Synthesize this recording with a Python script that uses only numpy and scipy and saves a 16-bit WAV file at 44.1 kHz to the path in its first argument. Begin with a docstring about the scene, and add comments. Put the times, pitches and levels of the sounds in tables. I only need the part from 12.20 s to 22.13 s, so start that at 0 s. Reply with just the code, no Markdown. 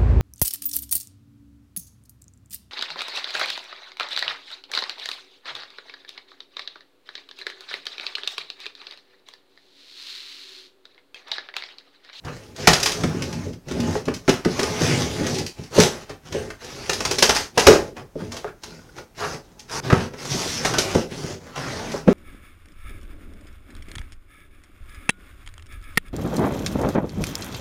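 """A small hard room, one microphone close to a large cardboard box on a table. Hands and a blade work
at the taped top, then fold the flaps open. Tape and fibres snap, the panels boom when knocked, palms
and flaps scrape by stick and slip, and a fold creaks. At 7.6 s the sound breaks off and starts afresh.
The microphone has a bright peak and overloads on the loudest blows."""
import sys
import numpy as np
from scipy import signal
from scipy.io import wavfile
from scipy.ndimage import uniform_filter1d

SR = 44100
rng = np.random.default_rng(int(sys.argv[2]) if len(sys.argv) > 2 else 0)


def file_out(sig):
    """Save sig as 16-bit WAV at sys.argv[1]."""
    # one column per channel
    cols = np.atleast_2d(sig).T
    # limit, then scale
    lim = np.clip(cols, -1, 1)
    pcm = np.round(lim * 32767).astype(np.int16)
    wavfile.write(sys.argv[1], SR, pcm)


N = 437902
BREAK_S = 7.602

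# Modes of the box's panels and air. Each row: pitch in Hz, width in Hz, level in dB.
BOX_MODES = [(90, 19, -12), (151.8, 52, 0.5), (181.4, 61, -2), (233.5, 22, -4), (278, 77, -5),
             (379.3, 58, 2.5), (432.8, 23, -1.5), (484.7, 28, -3), (564, 76, -3.5), (669, 66, -8),
             (839, 45, -10.5)]
# Modes of the flaps, stiff and well damped. Each row: pitch in Hz, width in Hz, level in dB.
FLAP_MODES = [(697, 667, -2), (1205, 326, 0.5), (1377, 493, 0.5), (1994, 1500, -7)]
# Dry fibres as the bright microphone hears them. Each row: frequency in Hz, level in dB.
FIBRE_SPECTRUM = [(900, -47.5), (1900, -8.5), (2700, -4), (3900, -4), (5400, 0), (6300, -1.5), (7600, -11),
                  (11000, -17), (16000, -31)]


def knocks():
    """A blow gives a short thud and wakes the box modes near its pitch most; after-touches blur them."""
    # Each row: start in seconds, level in dB, pitch that the blow favours in Hz.
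    blows = [(0.048, -26.5, 90.5), (0.472, -4, 188), (0.838, -12, 240), (0.945, -17, 257),
             (1.262, -23, 340), (1.508, -24, 241), (1.755, -10.5, 810), (1.879, -12.5, 390),
             (2.081, -5, 239.6), (2.089, -2.5, 185), (2.256, -5.5, 150), (2.388, -13.5, 340),
             (2.43, -14.5, 377), (2.611, -11, 240), (3.009, -12, 254), (3.388, -24, 134), (3.58, 1.5, 396),
             (3.584, -3.5, 129), (3.897, -25.5, 400), (4.118, -25, 99.6), (4.149, -15.5, 403),
             (4.805, -22, 252), (4.908, -16, 420), (4.983, -17.5, 426), (5.023, -9.5, 442),
             (5.089, -12, 418), (5.375, -6.5, 597), (5.467, -8, 790), (5.48, 8, 430), (5.5, -4, 165),
             (5.956, -17.5, 342), (6.019, -20.5, 173), (6.245, -16, 890), (7.7, -22, 619), (7.723, 1, 132),
             (8.142, -15.5, 128), (8.258, -20.5, 375), (8.448, -18, 571), (8.507, -20.5, 388),
             (8.581, -14.5, 405), (8.749, -6.5, 160), (8.753, -6.5, 520), (8.914, -22, 151),
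             (9.039, -17.5, 135), (9.741, -16, 694), (9.875, -1.5, 182), (9.881, -4.5, 620)]
    out, t = np.zeros(N), np.arange(1500) / SR
    mode_hz = np.array(BOX_MODES)[:, :1]
    for start, db, hz in blows:
        spread_octaves = np.clip(0.9 + 0.008 * db, 0.2, 2)  # harder blows wake more modes
        woken = 1 / (1 + (np.log2(mode_hz / hz) / spread_octaves) ** 2)
        thud = ring([(hz, 0.79 * hz, 0)], size=6000)
        body = ring(BOX_MODES, woken, size=6000) + 0.52 * thud
        push = 0.044 * rng.standard_normal(len(t)) * np.exp(-t / 0.012)
        push[0] = 1  # the blow itself, ahead of the after-touches
        boom = signal.fftconvolve(push, body)
        add(out, start, 0.88 * gain_of(db) * boom / abs(boom).max())
    return out


def snaps():
    """Tape and fibres let go in a burst, then a few splinters, heard bare and through the card."""
    # Each row: start in seconds, level in dB, share that the card takes up in dB.
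    tears = [(0.0476, -32, 1), (0.362, -28.5, -11), (0.4721, 3.5, 1), (0.5317, -3.5, -9), (0.6, -14, -22),
             (0.629, -5.5, -17), (0.6584, -3, -8), (0.718, -12.5, -20), (0.835, -18, 4),
             (1.0207, -17, -4.5), (1.1266, -23.5, -3), (1.33, -34, -3), (1.484, -30, -5), (1.51, -24.5, 0),
             (1.6008, -18.5, -10), (1.854, -27.5, -10), (1.8816, -27.5, 11.5), (1.939, -19.5, -12),
             (2.0783, -17.5, 9.5), (2.0906, -8.5, 0.5), (2.248, -19, 8.5), (2.392, -14, 6),
             (2.4298, -13, -2.5), (3.0651, -15, -3.5), (3.144, -20.5, -36), (3.1835, -15, -13),
             (3.2632, -17.5, -17), (3.436, -31.5, -8), (3.5833, -11.5, 1), (3.5994, -3, -6),
             (3.8938, -31, 3), (4.123, -23.5, -0.5), (4.302, -29.5, 8.5), (4.4432, -28.5, -34),
             (4.6942, -9, 0), (4.7321, -12.5, -17), (4.804, -16, 0.5), (4.8504, -9.5, -1.5),
             (4.9105, -9, -3.5), (4.9837, -7, -7), (5.024, 2.5, -5), (5.092, -4, 1), (5.1478, -11.5, -10),
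             (5.1622, -9, -3), (5.376, -6.5, 6.5), (5.3931, -7, -4), (5.468, 4, 3), (5.766, -35, 11.5),
             (6.1183, -21.5, -9), (6.1661, -22, -7), (6.434, -24.5, -2.5), (7.3937, -27.5, -33),
             (7.6997, -23, 20), (7.7249, -20, 14.5), (7.837, -33, -10), (7.935, -35, 9), (8.0502, -22, -1),
             (8.4482, -10, 2), (8.5372, -15.5, 7), (8.5834, -4, -8.5), (8.7474, -19, 5), (9.3585, -25, 4.5),
             (9.7173, -23.5, -13), (9.8776, -36.5, 26)]
    bare, card, t = np.zeros(N), np.zeros(N), np.arange(4000) / SR
    tear = (1 - np.exp(-t / 0.0016)) * np.exp(-t / 0.0065)
    for start, db, card_db in tears:
        noise, scatter = rng.standard_normal((2, len(t)))
        clumps = unit_rms(uniform_filter1d(scatter, 90)) ** 2
        splinters = 0.089 * clumps * (1 - np.exp(-t / 0.00078)) * np.exp(-t / 0.036)
        burst = 0.5 * noise * (tear + splinters)
        add(bare, start, gain_of(db) * burst)
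        add(card, start, gain_of(db + card_db) * burst)
    return through(bare, colour(FIBRE_SPECTRUM)) + through(card, ring(FLAP_MODES))


def rubbing():
    """The same slips scratch the surface and rasp the card; slower lurches shake the lid and walls."""
    scratch, rasp, on_lid, on_walls = hand_strokes()
    slips = wandering_contact(stick_slip(per_s=1300, spread_db=3, hiss=1.4), depth_db=2.5)
    lurches = stick_slip(per_s=230, spread_db=4, hiss=1.3)
    is_lid = np.array(BOX_MODES)[:, :1] > 330  # lower modes belong to the big walls
    # Air pushed by the swaying panels.
    sway = colour([(15, -15), (40, -23), (70, 3.5), (120, 1.5), (400, -63.5)], size=8192)
    walls = ring(BOX_MODES, ~is_lid, size=8192) + gain_of(-14) * sway
    return (through(scratch * slips, colour(FIBRE_SPECTRUM))
            + through(rasp * slips, ring(FLAP_MODES))
            + through(on_lid * lurches, ring(BOX_MODES, is_lid))
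            + through(on_walls * lurches, walls))


def hand_strokes():
    """Envelopes of scratch, rasp, lid and walls: a palm or flap lands, swells or sags, and lifts."""
    # Each row: start and length in seconds, swell from start to end in dB, then levels in dB of
    # surface scratch, card rasp, weight on the lid and weight on the walls.
    strokes = [(0.036, 0.1, 0, -49, -33, -37, -34), (0.085, 0.32, -10, -53, -56, -49, -49.5),
               (0.344, 0.54, 0, -40.5, -38.5, -36, -39.5), (0.757, .6, -6, -46, -44.5, -39.5, -31),
               (1.441, 0.32, 9, -45, -42, -32, -28), (1.633, 0.21, 0, -40, -39, -40, -39),
               (1.836, 0.15, -4, -65, -43, -52, -29.5), (2.008, 0.35, -1, -53, -50, -54, -53),
               (2.262, 0.46, 7, -36, -36, -36, -35), (2.574, 0.32, -3.5, -29.5, -32.5, -30.5, -25.5),
               (2.79, 0.47, 4, -37, -39.5, -32, -31.5), (3.337, 0.21, -10, -50, -51, -52, -46),
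               (3.505, 0.19, 15, -26, -29.5, -21.5, -40), (3.585, .1, -3, -22, -30, -22, -48),
               (3.678, 0.22, -5, -47, -46, -47, -49), (3.861, 0.1, -5, -47.5, -37.5, -49, -37),
               (4.015, 0.12, 6, -48.5, -46, -67, -40), (4.101, 0.25, -19, -46, -45, -37, -40),
               (4.37, .36, 5, -44, -44.5, -43.5, -46), (4.644, 0.46, -1, -41.5, -47, -38, -42.5),
               (5.131, .14, -5, -30.5, -34, -40, -40), (5.342, 0.28, 6, -32.5, -33, -29, -50),
               (5.47, .16, -8, -40, -36, -18, -36), (5.75, .1, -4, -52, -42, -38, -44),
               (5.515, .24, -7.5, -52.5, -52.5, -39.5, -42), (5.947, 0.21, -5, -51, -49.5, -43.5, -36.5),
               (6.09, 0.16, -2, -45.5, -40, -45, -48), (6.236, 0.083, -4, -54, -34.5, -41, -50),
               (6.401, 0.41, -13, -55, -57, -51, -49.5), (6.737, 0.11, -5, -44.5, -45, -38, -44),
               (6.949, .27, -7, -40.5, -41.5, -39, -42.5), (6.986, 0.12, -3, -43, -25.5, -42, -42),
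               (7.2, 0.34, -2, -64, -59.5, -57, -52), (7.479, 0.32, 3, -34, -31.5, -36.5, -42),
               (7.603, 0.29, 2, -40, -36, -32.5, -33), (7.898, 0.073, 0, -57, -45, -41, -42),
               (7.945, 0.19, 7, -41, -45, -39.5, -40), (8.06, 0.39, -4.5, -31, -37, -46, -37),
               (8.35, 0.44, 4, -37.5, -35, -34.5, -36.5), (8.415, .1, 0, -28, -28, -34, -40),
               (8.703, 0.18, -10, -37, -36.5, -27.5, -47), (8.87, .32, 5, -41, -42.5, -37.5, -39),
               (9.169, 0.21, 5, -52.5, -48, -52, -48.5), (9.33, 0.52, -3, -41.5, -36, -39, -37),
               (9.848, 0.13, -3, -45.5, -39, -22.5, -43)]
    # The box is never quite let go: resting levels in dB of scratch, rasp, lid and walls.
    rest_db = [-69, -70.5, -59.5, -57.5]
    land_s, lift_s, touch_db = 0.046, 0.071, -19
    power = np.outer(np.ones(N), gain_of(rest_db) ** 2)
    for start, length, swell_db, *levels_db in strokes:
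        t = np.arange(0, length, 1 / SR)
        land, lift = np.minimum([land_s, lift_s], 0.5 * length)
        loose = np.clip(np.maximum(1 - t / land, 1 - (length - t) / lift), 0, 1)
        shape = gain_of(touch_db * loose + swell_db * (t / length - 0.5))
        shape *= (start + t < BREAK_S) == (start < BREAK_S)  # no stroke outlasts the break
        add(power, start, np.outer(shape, gain_of(levels_db)) ** 2)
    return np.sqrt(power).T


def stick_slip(per_s, spread_db, hiss):
    """Card catches and lets go: sparse clicks of uneven size over a smooth hiss."""
    sizes = gain_of(spread_db * np.minimum(rng.exponential(1, N), 4))
    slipping = rng.random(N) < per_s / SR
    clicks = unit_rms(sizes * slipping * rng.standard_normal(N))
    return unit_rms(clicks + hiss * rng.standard_normal(N))


def wandering_contact(x, depth_db):
    """The contact wanders over the card, so patches of the spectrum come and go."""
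    spectrum = signal.stft(x, nperseg=512)[2]
    patches = uniform_filter1d(rng.standard_normal(spectrum.shape), 9, axis=0)
    patches = unit_rms(uniform_filter1d(patches, 10, axis=1))
    return signal.istft(spectrum * gain_of(depth_db * patches), nperseg=512)[1][:N]


def creaks():
    """A short run of slips in a fold of the card rings its few modes."""
    # Each row: start in seconds, level in dB.
    slip_runs = [(6.435, -43.5), (6.515, -40), (6.585, -41), (6.686, -39.5), (6.777, -28.5)]
    # Each row: pitch in Hz, width in Hz, level in dB.
    fold_modes = [(850, 50, -6), (1440, 53, 5), (2390, 99, -9.5)]
    out = np.zeros(N)
    for start, db in slip_runs:
        slips = rng.standard_normal(700) * np.hanning(700)
        creak = signal.fftconvolve(slips, ring(fold_modes))
        add(out, start, gain_of(db) * creak / abs(creak).max())
    return out


def room(x, wet_db, patterns=4):
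    """The hands move about the box, so the pattern of echoes keeps changing."""
    turn = np.pi * 4.5 * np.arange(len(x)) / SR
    shares = [np.sqrt(2 / patterns) * np.cos(turn + np.pi * k / patterns) for k in range(patterns)]
    return x + gain_of(wet_db) * sum(through(x * share, echoes()) for share in shares)


def echoes():
    """Hard walls return sparse echoes of random sign, each band dying at its own speed."""
    # Each row: frequency in Hz, time to fall by 60 dB in seconds.
    decay_times = [(100, 0.37), (700, 0.3), (5000, 0.25), (12000, 0.29)]
    taps = np.zeros(SR // 2)
    slots = np.arange(140, len(taps) - 20, 20)
    taps[slots + rng.integers(0, 20, len(slots))] = rng.choice([-1., 1.], len(slots))
    hz, t, spectrum = signal.stft(taps, SR, nperseg=256)
    decay = gain_of(-60 * t / curve_at(decay_times, hz)[:, None])
    tail = signal.istft(spectrum * decay, SR, nperseg=256)[1]
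    return tail / np.linalg.norm(tail)


def room_tone():
    """Steady noise of the room and the microphone."""
    # Each row: frequency in Hz, level in dB.
    noise_spectrum = [(18, -20.5), (30, -3.5), (220, -14), (700, -23), (3000, -36.5), (16000, -41.5)]
    return gain_of(-49) * through(rng.standard_normal(N), colour(noise_spectrum, size=8192))


def suppress(x, knee_db, slope):
    """A noise suppressor pulls the moments below its knee further down."""
    power_db = 10 * np.log10(abs(uniform_filter1d(x ** 2, 900)) + 1e-12)
    under_db = np.clip(knee_db - power_db, 0, 14)
    return x / gain_of(slope * uniform_filter1d(under_db, 400))


def ring(modes, weight=1., size=4096):
    """Response of struck modes: dying sines of alternate sign, energy 1."""
    hz, width, db = np.transpose(modes)[:, :, None]
    t = np.arange(size) / SR
    sign = (-1.) ** np.arange(len(modes))[:, None]
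    strength = sign * weight * gain_of(db) * np.sqrt(width)
    taps = (strength * np.exp(-np.pi * width * t) * np.sin(2 * np.pi * hz * t)).sum(0)
    return taps / np.linalg.norm(taps)


def colour(spectrum, size=2048):
    """Minimum-phase filter of energy 1 with the given spectrum."""
    hz = abs(np.fft.fftfreq(size * 4, 1 / SR))
    log_gain = curve_at(spectrum, hz) * np.log(10) / 20
    taps = np.fft.ifft(np.exp(np.conj(signal.hilbert(log_gain)))).real[:size]
    return taps / np.linalg.norm(taps)


def curve_at(points, hz):
    point_hz, value = np.transpose(points)
    return np.interp(np.log(hz + 1), np.log(point_hz + 1), value)


def through(x, taps):
    return signal.oaconvolve(x, taps)[:len(x)]


def gain_of(db):
    return 10 ** (np.asarray(db) / 20)


def unit_rms(x):
    return x / np.sqrt(np.mean(x ** 2) + 1e-20)


def add(mix, start_s, sound):
    part = mix[round(start_s * SR):][:len(sound)]
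    part += sound[:len(part)]


def scene():
    """The box in its room: the low blows reach the microphone drier, and echoes stop at the break."""
    cut, out = round(BREAK_S * SR), room_tone()
    handling = 0.9 * rubbing() + snaps() + creaks()
    for source, wet_db in (handling, -3), (knocks(), -8):
        out += np.concatenate([room(source[:cut], wet_db), room(source[cut:], wet_db)])
    return out[None]


def record(dry):
    """Bass and treble are suppressed apart, the input clips, and the extreme lows and highs are cut."""
    bass = signal.oaconvolve(dry, signal.firwin(1023, 700, fs=SR)[None], "same")
    quiet = suppress(bass, knee_db=-41, slope=1) + suppress(dry - bass, knee_db=-40.5, slope=0.35)
    clipped = np.clip(quiet, -1, 1)
    low_cut = signal.lfilter(*signal.butter(2, 22, "high", fs=SR), clipped)
    band_limit = signal.firwin(511, 16100, window=("kaiser", 9), fs=SR)
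    return signal.oaconvolve(low_cut, band_limit[None], "same")


dry = scene()
out = record(dry)
file_out(out)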